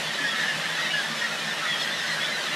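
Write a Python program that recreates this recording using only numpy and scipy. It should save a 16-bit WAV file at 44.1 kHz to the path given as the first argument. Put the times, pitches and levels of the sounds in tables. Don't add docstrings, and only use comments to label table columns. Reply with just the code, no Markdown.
import sys
import numpy as np
from scipy import signal
from scipy.fft import rfft, irfft, next_fast_len
from scipy.io import wavfile
from scipy.ndimage import uniform_filter1d

SR = 44100
rng = np.random.default_rng(int(sys.argv[2]) if len(sys.argv) > 2 else 0)


def gain_from_db(level_db):
    decades = np.asarray(level_db, float) / 20
    return 10 ** decades


def dump(signal):
    limited = np.clip(np.atleast_2d(signal).T, -1, 1)
    pcm = np.round(limited * 32767).astype(np.int16)
    wavfile.write(sys.argv[1], SR, pcm)


N = 112455

# [frequency_hz, density_db]
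FALLS_SPECTRUM = [(40, -54), (100, -54), (150, -16), (390, -14), (850, -11), (3000, -10.5), (5200, -17),
                  (10600, -29)]
# [center_hz, width_hz, level_db]
HULL_HUM = [(160, 6.5, -47), (216.7, 7.5, -48.5), (603, 41.4, -45), (111.6, 12, -66.5)]
# [start_s, pitch_hz, peak_db]
HULL_KNOCKS = [
    (0.2, 280.6, -33.5),
    (0.566, 180, -35.5),
    (1.099, 231.4, -34),
    (1.21, 160, -80),
    (2.5, 298, -38.5),
]
# [time_s, level_db]
COLONY_EXCITEMENT = [(0, -1), (.25, 0), (.45, 1), (.6, -1), (.85, 2.5), (1.05, -2), (1.15, -0.5), (1.4, -1),
                     (1.55, 0), (1.75, 1), (2.1, 1), (2.4, 0.5), (2.55, 2)]
MELLOW_VOICE = [0.5, -23.5, -18.5, -40]
FAR_SHRILL_VOICE = [-8, -1, -12, -21.5]
NEAR_SHRILL_VOICE = [-14, 1, -15, -30]
# [start_s, length_s, pitch_hz,
# level_db, final_sag_share]
MELLOW_NOTES = [(.092, 0.058, 1840, -38, 0.045), (.180, 0.1, 1705, -28.5, 0.051),
                (.243, 0.061, 1851, -30.5, 0.011), (.293, 0.08, 1324, -37, 0.055),
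                (.372, 0.088, 1891, -31.5, -0.034), (.388, 0.037, 1757, -29, 0.025),
                (.463, 0.098, 1790, -32.5, 0.023), (.475, 0.06, 1707, -27.5, 0.039),
                (.645, 0.042, 1784, -35, 0.035), (.782, 0.051, 1880, -31.5, 0.032),
                (.815, 0.055, 1913, -33, 0.037), (.840, 0.032, 1760, -35, 0.016),
                (.928, 0.097, 1673, -28, .085), (1.035, 0.05, 1747, -33.5, 0.077),
                (1.103, 0.062, 1183, -39, 0.06), (1.207, 0.07, 1870, -27, 0.0044),
                (1.472, 0.078, 1815, -34, 0.03), (1.66, 0.05, 2120, -38, 0.015),
                (1.642, 0.058, 1403, -37.5, 0.028), (1.648, 0.078, 1926, -31, 0.0),
                (1.700, 0.081, 1855, -33.5, 0.075), (2.072, 0.047, 2050, -36.5, -0.0037),
                (2.085, 0.065, 1927, -32.5, 0.042), (2.155, 0.05, 1640, -34, -0.032),
                (1.596, 0.052, 1483, -35, 0.015),
    (1.945, 0.032, 1930, -36, 0.015),
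    (1.993, 0.065, 1860, -36.5, 0.12),
    (2.228, 0.084, 1700, -35.5, 0.068),
    (2.311, 0.037, 2036, -35, 0.0062),
    (2.372, 0.08, 1590, -39, 0.036),
    (2.468, 0.078, 1767, -38, 0.0025),
    (.72, 0.054, 1670, -36.5, 0.061),
                (0.35, 0.09, 2160, -39.5, 0.0098), (3.5, 0.044, 1800, -40, .03),
                   (1.7, 0.038, 2100, -39, 0.035), (2.2, 0.047, 1870, -36.5, -0.024),
                   (.69, .035, 1600, -36, 0.034), (1.33, 0.028, 750, -42.5, 0.037),
                   (.425, 0.0415, 1735, -28, -0.033), (0.65, 0.032, 1750, -36, .06),
                   (0.89, 0.047, 2300, -38, .02), (1.225, 0.045, 1740, -34, 0.05),
                   (1.47, 0.051, 1800, -33, -0.03), (1.468, .035, 1700, -37.5, 0.055),
                   (1.4, 0.056, 1790, -40, 0.04), (1.6, .09, 1290, -36, 0.102),
                   (1.3, 0.043, 1400, -38, 0.022), (1.865, 0.0605, 1600, -39, 0.017),
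                   (1, 0.034, 1420, -44, 0.0098), (3.7, 0.031, 1100, -37, .02), (2.6, 0.061, 1940, -33, .0),
                   (0.33, 0.071, 1720, -34, 0.023)]
# [start_s, length_s, pitch_hz,
# level_db, final_sag_share]
SHRILL_NOTES = [(.026, 0.032, 2267, -45, 0.007), (.064, 0.036, 1715, -37, 0.012),
                (.076, 0.08, 1530, -42, 0.028), (.136, 0.056, 1509, -39, 0.011),
                (.13, 0.056, 1760, -43, 0.0095), (.266, 0.084, 1670, -33, 0.055),
                (.437, 0.033, 1090, -45, -0.07), (.478, 0.074, 1400, -38, 0.058),
                (.641, 0.043, 1120, -39, 0.029), (.765, 0.054, 1290, -39, -0.011),
                (.776, 0.076, 1595, -41.5, 0.0023), (.836, 0.033, 1297, -35, -0.061),
                (.903, 0.0604, 1454, -31, 0.047), (.978, 0.054, 1696, -39, 0.0033),
                (1.319, 0.059, 1274, -38.5, 0.068), (1.505, 0.027, 1780, -32.5, 0.04),
                (1.574, 0.03, 1660, -41, -0.0032), (1.678, 0.094, 1660, -32, 0.11),
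                (1.786, 0.066, 1628, -35.5, 0.055), (1.795, 0.037, 2140, -36, 0.035),
                (1.797, 0.035, 1790, -30.5, 0.15), (1.893, 0.052, 1738, -36.5, 0.0039),
                (2.203, 0.073, 1706, -32.5, -0.036), (2.508, 0.046, 1404, -37, 0.046),
                (0.386, 0.049, 1870, -39, 0.0099), (0.74, 0.023, 1975, -35.5, -0.011),
                 (0.809, .05, 1930, -40, 0.037), (.845, 0.053, 1828, -37.5, 0.039),
                 (1.475, .04, 1900, -43, 0.06), (1.814, .045, 2600, -38, 0.021),
                 (1.991, 0.02, 1914, -34, -0.016), (2.01, 0.044, 1765, -38.5, 0.05),
                 (2.065, 0.116, 2054, -38, 0.0062), (2.32, 0.055, 2005, -37, 0.027),
                 (1.944, 0.021, 1590, -37, .02), (1.821, 0.051, 2046, -41, -.04),
                (.2, 0.061, 1240, -42.5, 0.025), (.33, .06, 1850, -50, 0), (.42, .04, 2000, -39, 0.026),
                (2.16, .04, 770, -46, 0.051), (0.14, .03, 1990, -38, 0.022), (1.12, .04, 1900, -47, .0),
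                (0.572, 0.021, 1800, -46, 0.017), (0.748, 0.028, 1675, -37, .01),
                (0.85, 0.019, 1300, -33.5, 0.03), (1.37, 0.034, 1478, -37, 0.015),
                (1.4, 0.064, 1215, -41, 0.024), (1.385, 0.016, 1925, -36.5, .01),
                (1.863, 0.031, 1620, -37, -0.0067), (0.664, 0.036, 1465, -44, -.02),
                (.69, 0.022, 1770, -37, 0.05), (2.403, .03, 1560, -39, 0.024),
                (2.515, .035, 1960, -37, 0.0087)]
# [low_hz, high_hz, time_share, level_db]
FLICKER_BANDS = [(2250, 3050, .4, -19), (2950, 3850, .16, -12), (4200, 5100, .05, -10),
                 (5200, 6150, .2, -6), (6200, 7600, .025, -6)]
# [frequency_hz, gain_db]
MIC_ROLLOFF = [(10600, -1), (12000, -3.5), (14000, -15), (15700, -22)]

RASP_S = 0.003


def evened(x):
    return x / np.sqrt(np.mean(x ** 2) + 1e-20)


def read(points, hz):
    f, value = np.transpose(points)
    return np.interp(np.log(hz + 1), np.log(f + 1), value)


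def add(mix, start_s, sound):
    part = mix[max(round(start_s * SR), 0):][:len(sound)]
    part += sound[:len(part)]


def wander(seconds):
    size = max(round(seconds * SR), 2)
    return evened(uniform_filter1d(uniform_filter1d(rng.standard_normal(N), size), size))


def waterfall():
    level_db, patchy_db, swell_db = -31, 1, 0.45
    frames, hz = N // 256 + 5, np.fft.rfftfreq(1024, 1 / SR)
    a, b, patches = rng.standard_normal((frames, 513, 3)).T
    patches = uniform_filter1d(patches, size=8, axis=0)
    patches = evened(uniform_filter1d(patches, size=14, axis=1))
    swell = evened(uniform_filter1d(rng.standard_normal(frames), size=16))
    spectrum_db = read(FALLS_SPECTRUM, hz)[:, None] + patchy_db * patches + swell_db * swell
    roar = signal.istft((a + 1j * b) * gain_from_db(spectrum_db), nperseg=1024, noverlap=768)[1][:N]
    return gain_from_db(level_db) * evened(roar)


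def boat():
    rise_s, t60_s = 0.0017, 0.31
    t, mix = np.arange(N) / SR, np.zeros(N)
    for hz, width_hz, db in HULL_HUM:
        in_phase = wander(0.17 / width_hz) * np.sin(2 * np.pi * hz * t)
        quadrature = wander(0.31 / width_hz) * np.cos(2 * np.pi * hz * t)
        mix += gain_from_db(db) * (in_phase + quadrature)
    u = t[:SR // 4]
    for start_s, hz, db in HULL_KNOCKS:
        envelope = gain_from_db(db - 60 * u / t60_s) * (1 - np.exp(-(u / rise_s) ** 2))
        add(mix, start_s, envelope * np.sin(2 * np.pi * hz * u))
    return mix


def cliff(x):
    t60_s, delay_s, density = 0.2, 0.012, 0.05
    t = np.arange(SR // 2) / SR
    taps = rng.standard_normal(len(t)) * (rng.random(len(t)) < density) * (t > delay_s)
    taps = taps * gain_from_db(-60 * t / t60_s)
    return signal.fftconvolve(x, taps / np.linalg.norm(taps))[:N]


def note(length_s, hz, db, sag, partials_db, waver, rasp, phase):
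    attack_s, release_s, scoop_share, scoop_s = 0.009, 0.02, 0.01, 0.008
    pitch_arch, level_arch, waver_share, rasp_share = 0.018, 0.25, 0.003, 0.25
    t = np.arange(0, length_s, 1 / SR)
    arch = np.sin(np.pi * t / length_s)
    at = int(phase * (N - len(t)))
    span = slice(at, at + len(t))
    bend = 1 - scoop_share * np.exp(-t / scoop_s) + sag * (0.35 - (t / length_s) ** 1.5)
    bend = bend + pitch_arch * (arch - 0.64) + waver_share * waver[span]
    turns = np.cumsum(hz * bend) / SR + phase
    tone = sum(gain_from_db(p) * np.sin(2 * np.pi * k * turns) for k, p in enumerate(partials_db, 1))
    ramp = np.clip(np.minimum(t / attack_s, (length_s - t) / release_s), 0, 1)
    envelope = np.sin(ramp * np.pi / 2) * (1 + level_arch * (arch - 0.7))
    return np.sqrt(2) * gain_from_db(db) * envelope * (1 + rasp_share * rasp[span]) * tone


def chorus():
    count, level_db, echo_db = 950, -32.5, -8
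    center_hz, note_s, sag_share = 1780, 0.045, 0.055
    size_db, largest, shrill_gain_db = 2.5, 0.7, -0.5
    waver, rasp, mix = wander(0.0068), wander(RASP_S), np.zeros(N)
    even, bell = rng.random((count, 4)), rng.standard_normal((count, 3))
    even[:, 0] = (np.arange(count) + even[:, 0]) / count
    for (when, voice, long, phase), (pitch, size, sag) in zip(even, bell):
        db = size_db * min(size, largest)
        if voice < 0.5:
            partials_db, base_hz, spread = FAR_SHRILL_VOICE, center_hz * 0.9, 0.13
            db += shrill_gain_db
        else:
            partials_db, base_hz = MELLOW_VOICE, center_hz
            spread = 0.077 if pitch > -0.4 else 0.2
        hz = base_hz * np.exp(spread * (pitch + 0.4))
        sound = note(note_s * (0.5 + long), hz, db, sag_share * (1 + sag), partials_db, waver, rasp, phase)
        add(mix, when * N / SR, sound)
    time_s, excitement_db = np.transpose(COLONY_EXCITEMENT)
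    swell_db = np.interp(np.arange(N) / SR, time_s, excitement_db)
    return gain_from_db(level_db + swell_db) * evened(mix + gain_from_db(echo_db) * cliff(mix))


def near_birds():
    echo_db, extra_rasp = -12, 1.3
    waver, rasp, mix = wander(0.012), extra_rasp * wander(RASP_S), np.zeros(N)
    voices = ((MELLOW_NOTES, MELLOW_VOICE),
              (SHRILL_NOTES, NEAR_SHRILL_VOICE))
    for notes, partials_db in voices:
        for start_s, length_s, hz, db, sag in notes:
            phase = (hz * np.pi) % 1
            add(mix, start_s, note(length_s, hz, db, sag, partials_db, waver, rasp, phase))
    return mix + gain_from_db(echo_db) * cliff(mix)


def scene():
    mid = waterfall() + boat() + chorus() + near_birds()
    return np.array([mid, mid])


def channel_flicker(mid):
    side, late = np.zeros(N), np.roll(mid, SR // 3)
    for low_hz, high_hz, share, db in FLICKER_BANDS:
        chance = uniform_filter1d(rng.standard_normal(N // 1024 + 1), size=2)
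        is_open = 1.0 * (chance > np.quantile(chance, 1 - share))
        gate = uniform_filter1d(np.repeat(is_open, 1024)[:N], size=300)
        band = signal.butter(6, [low_hz, high_hz], "bandpass", fs=SR, output="sos")
        side += gain_from_db(db) * gate * signal.sosfilt(band, late)
    return side * np.array([[1], [-1]])


def ragged_top(x):
    edge_hz, edge_wander_hz, stray_share, stray_db = 14750, 230, 0.014, 13
    hz, t, z = signal.stft(x, SR, nperseg=2048, noverlap=1024)
    edge = edge_hz + edge_wander_hz * evened(uniform_filter1d(rng.standard_normal(len(t)), size=2))
    lines = rng.random((len(t), len(hz))).T < stray_share
    stray = gain_from_db(stray_db) * lines * (rng.random(len(t)) < 0.4)
    z = z * np.where(hz[:, None] < edge, 1, stray)
    return signal.istft(z, SR, nperseg=2048, noverlap=1024)[1][:, :N]


def band_limit(x):
    return signal.sosfilt(signal.butter(12, 15620, fs=SR, output="sos"), x)


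def record(dry):
    size = next_fast_len(N)
    rolloff = gain_from_db(read(MIC_ROLLOFF, np.fft.rfftfreq(size, 1 / SR)))
    x = irfft(rfft(dry, size) * rolloff, size)[:, :N]
    mix = ragged_top(x) + channel_flicker(x[0])
    return band_limit(mix)


dry = scene()
out = record(dry)
dump(out)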